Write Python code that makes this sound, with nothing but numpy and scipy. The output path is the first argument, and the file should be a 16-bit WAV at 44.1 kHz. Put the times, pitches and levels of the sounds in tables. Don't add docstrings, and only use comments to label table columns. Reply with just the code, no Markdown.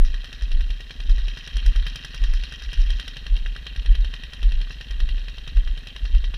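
import sys
import numpy as np
from scipy import signal
from scipy.io import wavfile

SR = 44100
rng = np.random.default_rng(int(sys.argv[2]) if len(sys.argv) > 2 else 0)


def master_out(mix):
    frames = np.transpose(np.atleast_2d(mix))
    ceiling = np.clip(frames, -1, 1)
    pcm = np.round(ceiling * 32767).astype(np.int16)
    wavfile.write(sys.argv[1], SR, pcm)


def level_to_linear(level):
    exponent = np.asarray(level, float) / 20
    return 10 ** exponent


N = 280917

# frequency in Hz, relative density in dB per Hz.
STREET_SPECTRUM = [(70, -9.5), (100, -13), (150, -26.5), (200, -35), (260, -23.5), (330, -26), (850, -30),
                   (1300, -45), (2200, -36), (6000, -40.5), (8000, -47), (15000, -49.5)]
# crest in seconds, wobble peak in dB, wobble in Hz,
# base level in dB of the lesser jolts before the heel, base level in dB of those after it.
FOOTSTEPS = [(0.019, -5, 24.4, -53, -20), (0.556, -8, 29, -18, -14), (1.11, -7, 31.2, -13.5, -17),
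             (1.684, -7, 35, -18.5, -12.5), (2.223, -9, 33.4, -19.5, -14), (2.797, -8, 33.7, -24, -13.5),
             (3.332, -10.5, 36.3, -16, -18), (3.91, -7, 33.8, -18, -13.5), (4.461, -8.5, 35.6, -14, -16),
             (5.036, -8.5, 32.7, -21, -13), (5.582, -9.5, 35, -36, -18.5), (6.161, -7, 34.9, -18, -14.5)]
# time from the heel in ms,
# level in dB over the base level of that step, wobble in Hz, rise in ms, ring in ms.
LESSER_JOLTS = [
    [(-43.5, -7.6, 35.4, 21, 31), (42.5, -7.5, 29.4, 23, 64), (84.5, 0.5, 26.9, 27, 36),
     (126.5, -1, 34, 23.4, 82)],
    [(-123, 1, 41, 11, 33.5), (-41, -3, 35, 21, 50), (40, -6.5, 35.2, 22, 50),
     (82.5, -0.1, 35.04, 22.6, 91), (150.5, -5.5, 35.9, 19, 65.4)],
]
HEEL_FALL_MS = [44, 30]
# share of the way from heel to heel, rms in dB.
STRIDE_RUMBLE = [(0.0, -25.5), (0.08, -24.5), (0.34, -39), (0.72, -35), (1.0, -24)]
# time in seconds, strength in dB before the group offsets,
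# 1.8 kHz ring in dB over the strength, crack above 4.7 kHz in dB over the strength.
ENGINE_FIRINGS = [(0.0482, -33.5, -9, -12.5), (0.1416, -26.5, -9.5, -20.5), (0.2424, -28, -14, -17),
                  (0.3278, -26.5, -15, -17), (0.4211, -30.5, -8.5, -12), (0.5159, -24.5, -18, -21),
                  (0.6067, -28.5, -11.5, -19), (0.7037, -27, -14.5, -18.5), (0.8052, -29, -13, -18),
                  (0.9076, -25.5, -12.5, -23), (1.002, -25.5, -16, -21), (1.0946, -28, -13.5, -16.5),
                  (1.1809, -30, -10.5, -18), (1.2815, -23.5, -20, -20), (1.3722, -27.5, -10, -18),
                  (1.475, -25, -14, -15.5), (1.5673, -23, -14.5, -14), (1.6613, -26.5, -7.5, -9),
                  (1.7593, -24.5, -12.5, -16.5), (1.866, -20.5, -13.5, -19), (1.9573, -23, -15, -12),
                  (2.0473, -27, -7, -10), (2.1444, -28, -10, -12), (2.2376, -23.5, -13, -16.5),
                  (2.3363, -29, -7.5, -11), (2.436, -22.5, -18, -18), (2.5229, -28.5, -8.5, -14),
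                  (2.621, -29.5, -10.5, -15), (2.7305, -28, -9.5, -10.5), (2.801, -37, -16, -9),
                  (2.9028, -22, -14.5, -17), (2.997, -20.5, -14, -19), (3.0784, -22.5, -14, -15.5),
                  (3.1672, -24.5, -14, -19.5), (3.265, -23.5, -14, -22.5), (3.365, -24, -24, -23),
                  (3.461, -26, -6.5, -23), (3.5626, -27, -6, -19), (3.6663, -22.5, -14, -21.5),
                  (3.7609, -26, -13, -20), (3.8591, -24, -15, -21), (3.9514, -23, -14, -21.5),
                  (4.0458, -26, -12, -20), (4.138, -22.5, -12.5, -21.5), (4.235, -25.5, -12.5, -20),
                  (4.3332, -26.5, -13, -15.5), (4.429, -24, -17, -20), (4.5194, -25, -14, -21),
                  (4.6136, -26, -14.5, -20), (4.7058, -26.5, -10, -25), (4.8097, -25.5, -12, -20),
                  (4.9079, -29, -12.5, -14.5), (5.002, -24.5, -12.5, -19), (5.0887, -25.5, -13, -22),
                  (5.1792, -31.5, -13, -25), (5.2825, -26.5, -13.5, -22), (5.3816, -26.5, -19, -22.5),
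                  (5.476, -24.5, -19, -20), (5.5694, -29.5, -11, -18.5), (5.6746, -28.5, -9, -22),
                  (5.7749, -28.5, -16, -20), (5.8704, -25.5, -17.5, -19), (5.9621, -24.5, -13.5, -21),
                  (6.0526, -27, -13.5, -20.5), (6.1477, -28.5, -16, -22), (6.241, -25.5, -14, -23.5),
                  (6.3405, -24, -14.5, -24)]
# frequency in Hz, 60 dB decay time in seconds.
MUFFLER_MODES = [(137, 0.25), (240, 0.054), (420, 0.022), (555, 0.01), (800, 0.023)]
# share of the cycle (negative: before the firing), sign,
# time in ms until the ringing is shut off.
PORT_PULSES = [(-.026, -1, 20), (-.022, 1, 19), (.115, -1, 12), (.494, 1, 11), (.606, -1, 14)]
PORT_LEVELS = [(-53.5, -63, -45, -45, -63.5), (-39, -58.5, -45.5, -44.5, -93), (-66, -46, -56, -47.5, -56),
               (-43.5, -46.5, -54.5, -64, -82), (-61, -45, -54, -55, -87)]
# frequency in Hz, width in Hz, relative dB.
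CASE_GROUPS = [
    [(1242, 61, -12.5), (1620, 50, -16), (1697, 134, -3), (1903, 147, 9.5)],
    [(2596, 60, -4), (2802, 87, 0), (2804, 150, -4), (3160, 190, 7.5)],
    [(3779, 120, 14), (3960, 330, 12.5), (4260, 33, 10.5), (4600, 70, -27)],
    [(4860, 150, 0), (5170, 470, 7.5), (5570, 130, 4.5), (5640, 160, -4), (6650, 180, -19),
     (6680, 110, 0.5)],
    [(7200, 130, -1), (7710, 61, -2), (8170, 150, -4), (9520, 530, -1.5), (10750, 740, -9),
     (13300, 500, -12), (14250, 380, -10)],
]
# low edge in Hz, high edge in Hz.
CASE_BANDS = [(900, 1817), (2200, 3283), (3460, 4500), (4760, 6450), (6900, 14300)]
# time in seconds, level in dB at 2-4.5 kHz, level in dB of the treble above 4.7 kHz.
CLATTER_CURVE = [(0.02, -46.5, -60), (0.48, -47.5, -61.5), (0.9, -49.5, -61), (1.43, -44, -57.5),
                 (1.77, -43.5, -57), (2.16, -44, -56.5), (2.64, -45, -56.5), (2.99, -44, -55),
                 (3.2, -47.5, -63), (3.48, -48, -64.5), (3.98, -47, -63.5), (6.37, -49, -65)]
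CLATTER_COLUMN = [1, 1, 1, 2, 2]
BLAST_COLUMN = [2, 0, 0, 3, 3]
CLATTER_OFFSET_DB = [-8.5, -8, -11.5, -5, -19.5]
BLAST_OFFSET_DB = [-3.5, -13, -18, -4.5, -15]
# share of the cycle at which the blast enters it;
# the 1.8 kHz ring speaks first, the 4 kHz ring last.
BLAST_ENTRY = [-0.0174, -0.0077, -0.003, -0.0053, -0.0056]
# share of the two-turn cycle, decay in ms,
# dB over the clatter, frequency in Hz where it rings most, dB lost one octave away.
ENGINE_CONTACTS = [(.05, 23.5, 8.5, 3570, 3), (.135, 3, 14.5, 8500, 9.5), (.185, 6, 8.5, 3930, 36),
                   (.245, 3.4, 8, 4000, 14), (.32, 8.8, 11.5, 2730, 47), (.358, 1, 11.5, 4600, 6),
                   (.56, 5.8, 6.5, 3400, 11.5), (.612, 2.6, 6, 6000, -0.5), (.68, 3.6, 8.5, 3900, 24),
                   (.745, 4.1, 11, 3800, 22), (.85, 9.6, 9.5, 2680, 41), (.882, 1.7, 9, 4200, 4),
                   (.925, 5.2, 7, 2520, 26)]

STREET_DB = -56.5
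SHAKE_DB, SNAP_DB = -18, -11.5
HEEL_RISE_MS = 28.5
PORT_FOLLOWS = 0.27


def rms_one(x):
    return x / np.sqrt(np.mean(x ** 2) + 1e-20)


def band(x, low_hz, high_hz, order=2):
    return signal.sosfilt(signal.butter(order, [low_hz, high_hz], "band", fs=SR, output="sos"), x)


def street():
    hz, db = np.transpose(STREET_SPECTRUM)
    edges = 70 * 2 ** np.arange(0, 8.1, .5)
    white = rng.standard_normal((2, N))
    total = np.zeros(N)
    for k, (low, high) in enumerate(zip(edges, edges[1:])):
        level_db = np.interp(np.log(low * high) / 2, np.log(hz), db)
        total += level_to_linear(level_db) * band(white[k % 2], low, high)
    return level_to_linear(STREET_DB) * rms_one(total)


def jolts():
    rows = []
    for k, (s, heel_db, heel_hz, before_db, after_db) in enumerate(FOOTSTEPS):
        foot = k % 2
        rows.append((s, heel_db, heel_hz, HEEL_RISE_MS, HEEL_FALL_MS[foot]))
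        for ms, db, hz, rise_ms, ring_ms in LESSER_JOLTS[foot]:
            base_db = before_db if ms < 0 else after_db
            rows.append((s + ms / 1000, db + base_db, hz, rise_ms, ring_ms))
    return rows


def footfalls(snap_ms):
    out, moving = np.zeros(N), np.zeros(N)
    for s, db, hz, rise_ms, ring_ms in jolts():
        at = np.arange(max(int((s - .08) * SR), 0), min(int((s + .2) * SR), N))
        ms = 1000 * (at / SR - s)
        bell = level_to_linear(db) * np.exp(-(ms / np.where(ms < 0, rise_ms, ring_ms)) ** 2)
        wobble = bell * np.cos(2 * np.pi * hz * (at / SR - s))
        snap = level_to_linear(db + SNAP_DB) * (1 - 2 * (ms / snap_ms) ** 2) * np.exp(-(ms / snap_ms) ** 2)
        out[at] += wobble + snap
        moving[at] += bell
    shake = rms_one(band(rng.standard_normal(N + SR), 32.7, 53.8, order=4)[SR:])
    rumble = rms_one(band(rng.standard_normal(N + SR), 23.76, 54, order=4)[SR:])
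    heels = [step[0] for step in FOOTSTEPS]
    heels += [heels[-1] + np.mean(np.diff(heels))]
    stride = np.interp(np.arange(N) / SR, heels, np.arange(len(heels))) % 1
    rumble_gain = level_to_linear(np.interp(stride, *np.transpose(STRIDE_RUMBLE)))
    return out + level_to_linear(SHAKE_DB) * moving * shake + rumble_gain * rumble


def clicks_at(share, sizes):
    fired = np.array(ENGINE_FIRINGS)[:, 0]
    cycle = np.arange(len(fired)) - (share < 0)
    s = fired + share * np.diff(fired)[np.clip(cycle, 0, len(fired) - 2)]
    out = np.zeros(N + SR)
    out[(s * SR).astype(int)] = sizes
    return out[:N]


def ring(clicks, hz, t60, open_ms):
    t = np.arange(SR // 20) / SR
    shut = np.exp(-(1000 * t / open_ms) ** 4)
    shape = np.sin(2 * np.pi * hz * t) * level_to_linear(-60 * t / t60) * shut
    return signal.oaconvolve(clicks, shape)[:N]


def exhaust(scatter_db):
    out = np.zeros(N)
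    fired_db = np.array(ENGINE_FIRINGS)[:, 1]
    swing_db = PORT_FOLLOWS * (fired_db - fired_db.mean())
    for (share, sign, open_ms), levels in zip(PORT_PULSES, PORT_LEVELS):
        scatter = scatter_db * rng.standard_normal((len(ENGINE_FIRINGS), len(MUFFLER_MODES)))
        for k, (hz, t60) in enumerate(MUFFLER_MODES):
            heights = sign * level_to_linear(levels[k] + swing_db + scatter[:, k])
            out += ring(clicks_at(share, heights), hz, t60, open_ms)
    return signal.lfilter([.15], [1, -.85], out)


def resonate(x, hz, width_hz):
    r = np.exp(-np.pi * width_hz / SR)
    return signal.lfilter([(1 - r * r) / 2, 0, (r * r - 1) / 2], [1, -2 * r * np.cos(2 * np.pi * hz / SR), r * r], x)


def swell(clicks, rise_ms, decay_ms):
    up, down = np.exp(-1000 / (SR * np.maximum([rise_ms, decay_ms], .2)))
    poles = np.convolve([1, -up], [1, -down])
    top = signal.lfilter([1], poles, np.arange(1000) == 0).max()
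    return signal.lfilter([1 / top], poles, clicks + 1e-18)


def drift(rate_hz):
    r = np.exp(-2 * np.pi * rate_hz / SR)
    return rms_one(signal.lfilter([1], [1, -2 * r, r * r], rng.standard_normal(N + SR))[SR:])


def through_case(x, k):
    rung = sum(level_to_linear(db) * resonate(x, hz, width) for hz, width, db in CASE_GROUPS[k])
    return band(rung, *CASE_BANDS[k], order=3)


def contact_power(k, scatter_db):
    scatter = scatter_db * rng.standard_normal((len(ENGINE_FIRINGS), len(ENGINE_CONTACTS)))
    modes = CASE_GROUPS[k]
    centre_hz = np.average([hz for hz, _, _ in modes], weights=[level_to_linear(db) for _, _, db in modes])
    power = np.zeros(N)
    for j, (share, decay_ms, db, hz, fall_db) in enumerate(ENGINE_CONTACTS):
        level_db = db - fall_db * np.log2(centre_hz / hz) ** 2 + scatter[:, j]
        power += swell(clicks_at(share, level_to_linear(level_db)), 0.6, decay_ms) ** 2
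    return power


def firing_blast(k, flame, blast_ms):
    firings = np.array(ENGINE_FIRINGS)
    start = (firings[:, 0] * SR).astype(int)
    blast = through_case(swell(clicks_at(BLAST_ENTRY[k], 1), 0.84, blast_ms) * flame, k)
    rms = np.sqrt(np.mean(blast[start[:, None] + np.arange(-60, 260)] ** 2, 1))
    colour_db = firings[:, BLAST_COLUMN[k]] if BLAST_COLUMN[k] else 0
    gain = level_to_linear(firings[:, 1] + colour_db + BLAST_OFFSET_DB[k]) / rms
    return blast * gain[np.searchsorted(start[1:] - SR // 100, np.arange(N))]


def case_noise(scatter_db, grain_db, blast_ms, taps_per_s, tap_share):
    clatter, out = np.array(CLATTER_CURVE), np.zeros(N)
    grain = level_to_linear(grain_db * drift(390))
    tapped = rng.random(N) < taps_per_s / SR
    taps = tapped * rng.standard_normal(N) * np.sqrt(SR / taps_per_s)
    flame = rng.standard_normal(N)
    for k in range(len(CASE_GROUPS)):
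        curve_db = np.interp(np.arange(N) / SR, clatter[:, 0], clatter[:, CLATTER_COLUMN[k]])
        steady = level_to_linear(curve_db + CLATTER_OFFSET_DB[k])
        knocks = contact_power(k, scatter_db[k])
        noise, reference = rng.standard_normal((2, N))
        rattle = np.sqrt(tap_share) * taps + np.sqrt(1 - tap_share) * noise
        rung = through_case(steady * grain * np.sqrt(1 + knocks) * rattle, k)
        out += rung / np.std(through_case(reference, k))
        out += firing_blast(k, flame, blast_ms[k])
    return out


def scene():
    engine = exhaust(scatter_db=2.5)
    engine += case_noise(scatter_db=[2.0, 2.7, 2.7, 4.8, 5.1], grain_db=1.0,
                         blast_ms=[2.33, 3.5, 3.5, 2.7, 2.9], taps_per_s=1500, tap_share=0.39)
    return (street() + footfalls(snap_ms=7.3) + engine)[None]


def low_pass(x):
    return signal.sosfilt(signal.butter(12, 15700, fs=SR, output="sos"), x)


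def record(dry):
    dull = signal.sosfilt(signal.butter(10, 15000, fs=SR, output="sos"), dry)
    return low_pass(dull)


dry = scene()
out = record(dry)
master_out(out)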